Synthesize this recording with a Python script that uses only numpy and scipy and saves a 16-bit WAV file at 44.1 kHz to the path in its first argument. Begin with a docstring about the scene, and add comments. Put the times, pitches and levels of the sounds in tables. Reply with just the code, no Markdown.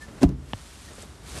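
"""Thump on a wooden animal pen

One dull thump in a small shed, probably a foot: it brushes the boards, lands, then its weight follows.
The boards ring briefly and the shed booms after them. A small sharp tap comes next.
Around it: low rumble, soft rustling with light scuffs and knocks, and two faint squeaks."""
import sys
import numpy as np
from scipy import signal
from scipy.fft import rfft, irfft
from scipy.io import wavfile

SR = 44100
rng = np.random.default_rng(int(sys.argv[2]) if len(sys.argv) > 2 else 0)


def store_wav(level_fs):
    """Save 16-bit WAV to argv[1]."""
    pcm = np.round(np.clip(np.atleast_2d(level_fs), -1, 1) * 32767)
    wavfile.write(sys.argv[1], SR, pcm.T.astype(np.int16))


N = 61739
T = np.arange(N) / SR

# blows on the boards, second is the main one: start_s, force_db, contact_s
FOOT_BLOWS = [(0.2153, -16, .0013), (0.2306, 0, .0013), (0.2396, -4, .0032), (0.2915, -22, .0018)]


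def from_db(db):
    """Decibels to gain."""
    return 10 ** (np.asarray(db) / 20)


def unit_rms(x):
    """Scale to unit rms."""
    return x / np.sqrt(np.mean(x ** 2) + 1e-20)


def envelope(points):
    """Gain over time from (time_s, level_db) points."""
    return from_db(np.interp(T, *np.transpose(points)))


def noise(spectrum):
    """Unit-rms noise with the given spectrum, rolling off below its lowest point."""
    hz, db = np.transpose(spectrum)
    bins_hz = np.maximum(np.arange(N + 1) * SR / (2 * N), 1)
    gain = from_db(np.interp(np.log(bins_hz), np.log(hz), db))
    rolloff = np.minimum(bins_hz / hz[0], 1) ** 2
    return unit_rms(irfft(rfft(rng.standard_normal(2 * N)) * gain * rolloff)[:N])


def drift(rate_hz):
    """Smooth random wander, unit rms."""
    lowpass = signal.butter(2, rate_hz, fs=SR, output="sos")
    return unit_rms(signal.sosfilt(lowpass, rng.standard_normal(2 * N))[N:])


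def low_cut(x, hz, order):
    """Butterworth high-pass."""
    return signal.sosfilt(signal.butter(order, hz, "high", fs=SR, output="sos"), x)


def swell(peak_s, level_db, rise_s, t60_s):
    """Gaussian rise, exponential decay."""
    rise = np.exp(-(np.minimum(T - peak_s, 0) / rise_s) ** 2)
    return rise * from_db(level_db - 60 * np.maximum(T - peak_s, 0) / t60_s)


def contact(start_s, contact_s):
    """Unit-area force pulse: the longer, the duller."""
    progress = np.clip((T - start_s) / max(contact_s, 3 / SR), 0, 1)
    pulse = np.sin(np.pi * progress) ** 2
    return pulse / (pulse.sum() + 1e-20)


def ring(force, modes):
    """Force-driven damped modes; neighbours swing in opposite directions."""
    motion = np.zeros(N)
    for k, (pitch_hz, gain_db, t60_s) in enumerate(modes):
        radius = from_db(-60 / (t60_s * SR))
        step_rad = 2 * np.pi * pitch_hz / SR
        feedback = [1, -2 * radius * np.cos(step_rad), radius ** 2]
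        mode = signal.lfilter([0, np.sin(step_rad)], feedback, force + 1e-18)
        motion -= (-1) ** k * from_db(gain_db) * mode
    return motion


def friction(spectrum, grain_db, grain_hz):
    """Unit-rms noise, made grainy by a fast level flicker."""
    return unit_rms(noise(spectrum) * from_db(grain_db * drift(grain_hz)))


def rubs(bursts, spectrum, grain_db):
    """Short bursts of friction noise."""
    return sum(swell(*burst) for burst in bursts) * friction(spectrum, grain_db, grain_hz=600)


def rumble():
    """Low background noise, slowly varying in level."""
    # rumble contour: time_s, level_db
    levels = [(0, -47.5), (.12, -42), (.35, -51), (.5, -44), (.62, -48.5), (.79, -50), (.88, -46),
              (.96, -47), (1.06, -45), (1.14, -46.5), (1.31, -43), (1.38, -36.5), (1.4, -44)]
    # rumble colour: freq_hz, relative_db
    spectrum = [(25, -22), (45, -6), (68, 2), (100, -8.5), (170, -11), (270, -12), (450, -18.5),
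                (750, -22.5), (1400, -26), (3000, -35), (12000, -45.5)]
    return envelope(levels) * noise(spectrum)


def movement():
    """Soft rustling with scuffs, ticks and hollow knocks."""
    # rustle contour: time_s, level_db
    rustle_levels = [(0, -57), (.02, -48), (.08, -58), (.2, -56), (.28, -64), (.335, -68), (.41, -62),
                     (.47, -56.5), (.58, -50), (.86, -49), (.885, -49.5), (.96, -50), (1.02, -45.5),
                     (1.07, -54), (1.22, -56.5), (1.29, -43.5), (1.34, -44), (1.38, -37.5), (1.4, -44)]
    # light scuffs, crisp ticks: peak_s, level_db, rise_s, t60_s
    scuff_bursts = [(0.087, -41, 0.006, 0.039), (0.188, -46, 0.015, 0.16), (0.921, -48.5, 0.021, 0.14),
                    (0.984, -42, 0.0026, 0.064), (1.033, -50, 0.0094, 0.04), (1.361, -42, 0.015, 0.1),
                    (1.387, -43, 0.015, 0.043)]
    tick_bursts = [(0.934, -51, .002, .03), (0.956, -48, .003, .03), (1.024, -46, .005, .04),
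                   (1.359, -43, .002, .03), (1.386, -42, .002, .03)]
    # friction colours: freq_hz, relative_db
    rustle_spectrum = [(150, -46), (500, -5.5), (1300, 2), (1800, -1.5), (3500, -1), (6000, -2.5),
                       (9000, -3.5), (12000, -10.5)]
    scuff_spectrum = [(80, -34), (250, -1.5), (600, -2), (900, -11), (1600, -12.5), (3000, -20.5),
                      (12000, -37)]
    tick_spectrum = [(1000, -37), (4000, -24), (8000, 12), (12000, -14)]
    # light knocks: start_s, force_db
    knock_hits = [(0.083, 1), (0.982, 2), (1.031, -2.5)]
    # hollow resonances: pitch_hz, gain_db, t60_s
    knock_modes = [(217, -42, 0.1), (432, -44, 0.1), (577, -41, 0.059)]
    rustle = envelope(rustle_levels) * friction(rustle_spectrum, grain_db=1.5, grain_hz=510)
    scuffs = rubs(scuff_bursts, scuff_spectrum, grain_db=2.2)
    ticks = rubs(tick_bursts, tick_spectrum, grain_db=-4)
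    force = sum(from_db(db) * contact(start_s, contact_s=0.0008) for start_s, db in knock_hits)
    return rustle + scuffs + ticks + ring(force, knock_modes)


def squeaks():
    """Two thin, slightly wavering tones."""
    # faint squeaks: peak_s, pitch_hz, level_db, rise_s, t60_s
    tones = [(0.034, 1765, -38.5, 0.019, 0.08), (0.886, 1844, -46, 0.0069, 0.067)]
    sound = np.zeros(N)
    for peak_s, pitch_hz, level_db, rise_s, t60_s in tones:
        wavering_hz = pitch_hz * (1 + 0.0102 * drift(rate_hz=73))
        phase_rad = 2 * np.pi * np.cumsum(wavering_hz) / SR
        sound += swell(peak_s, level_db, rise_s, t60_s) * np.sin(phase_rad)
    return sound


def tap():
    """A small hard tap over a soft low thud."""
    # tap resonances: pitch_hz, gain_db, t60_s
    modes = [(226, -22, 0.025), (560, -24, 0.017), (850, -18, 0.011), (1170, -22.5, .009),
             (1770, -26, 0.014), (2900, -18, 0.0072), (3480, -20, 0.006), (5500, -29.5, 0.0051)]
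    start_s, thud_delay_s = 0.5334, 0.003
    thud_hz, thud_gain_db, thud_t60_s = 97, -24, 0.097
    thud_force = contact(start_s + thud_delay_s, contact_s=0.001)
    thud = ring(thud_force, [(thud_hz, thud_gain_db, thud_t60_s)])
    return ring(contact(start_s, contact_s=0.00018), modes) + thud


def shed():
    """The room answers the main blow with standing waves and a dull tail that swells just after."""
    # standing waves: pitch_hz, gain_db, t60_s
    modes = [(55.3, -32, 1.2), (60.8, -32.5, .79), (77, -31, .85), (133.3, -27.5, .68), (169, -27.5, .39),
             (185.3, -38, .75), (249, -33, .55), (283.3, -23.6, .26), (312.7, -31, .37), (372.3, -35, .33)]
    # diffuse tail colour: freq_hz, relative_db
    tail_spectrum = [(100, 1), (200, 8.5), (380, 3), (520, -12), (1000, -16.5), (2000, -30), (6000, -35.5),
                     (12000, -54)]
    room_delay_s, tail_delay_s = 0.0201, 0.054
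    start_s = FOOT_BLOWS[1][0] + room_delay_s
    tail = noise(tail_spectrum) * swell(start_s + tail_delay_s, level_db=-34, rise_s=0.073, t60_s=0.28)
    return ring(contact(start_s, contact_s=0.00138), modes) + tail


def thump():
    """The foot strikes the boards, grit rubs under it, and its weight swings the whole panel."""
    # board resonances: pitch_hz, gain_db, t60_s
    board_modes = [(140.4, -19.5, .45), (163, -6.3, .115), (205, -3, .029), (271.2, -2.6, .11),
                   (317, -17, .1), (352, -7.5, .075), (499, -29, .05), (575, -17.5, .05), (668, -20, .1),
                   (712, -22, .09), (830, -25, .1), (985, -21, .07)]
    # sole rubbing, grit crunching: peak_s, level_db, rise_s, t60_s
    sole_bursts = [(0.2165, -37.5, 0.0069, 0.098), (0.2235, -28.5, 0.0038, 0.045),
                   (0.2345, -27, 0.0031, 0.069)]
    crunch_bursts = [(0.2309, -22, 0.00094, 0.016), (0.2915, -43.5, 0.0012, 0.018)]
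    # friction colours: freq_hz, relative_db
    sole_spectrum = [(400, 7), (700, 14.5), (1400, 0), (2700, -6), (5500, -8), (8000, -11.5), (12000, -18)]
    crunch_spectrum = [(1500, 3), (3000, -1.5), (4200, -1), (5800, 1.5), (7500, -7.5), (12000, -6.5)]
    panel_hz, panel_gain_db, panel_t60_s = 70.6, -2.8, 0.05
    force = sum(from_db(db) * contact(start_s, contact_s) for start_s, db, contact_s in FOOT_BLOWS)
    boards = low_cut(ring(force, board_modes), hz=105, order=2)
    weight = contact(start_s=0.2461, contact_s=0.0096)
    panel = ring(weight, [(panel_hz, panel_gain_db, panel_t60_s)])
    sole = rubs(sole_bursts, sole_spectrum, grain_db=3.0)
    crunches = rubs(crunch_bursts, crunch_spectrum, grain_db=1.5)
    return boards + panel + sole + crunches


def scene():
    """All sources, mono."""
    return (rumble() + thump() + shed() + tap() + squeaks() + movement())[None]


def record(dry):
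    """The microphone loses the deepest bass; the top is cut steeply."""
    cutoff_hz = 12100
    lowpass = signal.ellip(12, 0.1, 80, cutoff_hz, fs=SR, output="sos")
    return signal.sosfilt(lowpass, low_cut(dry, hz=37, order=4))


dry = scene()
out = record(dry)
store_wav(out)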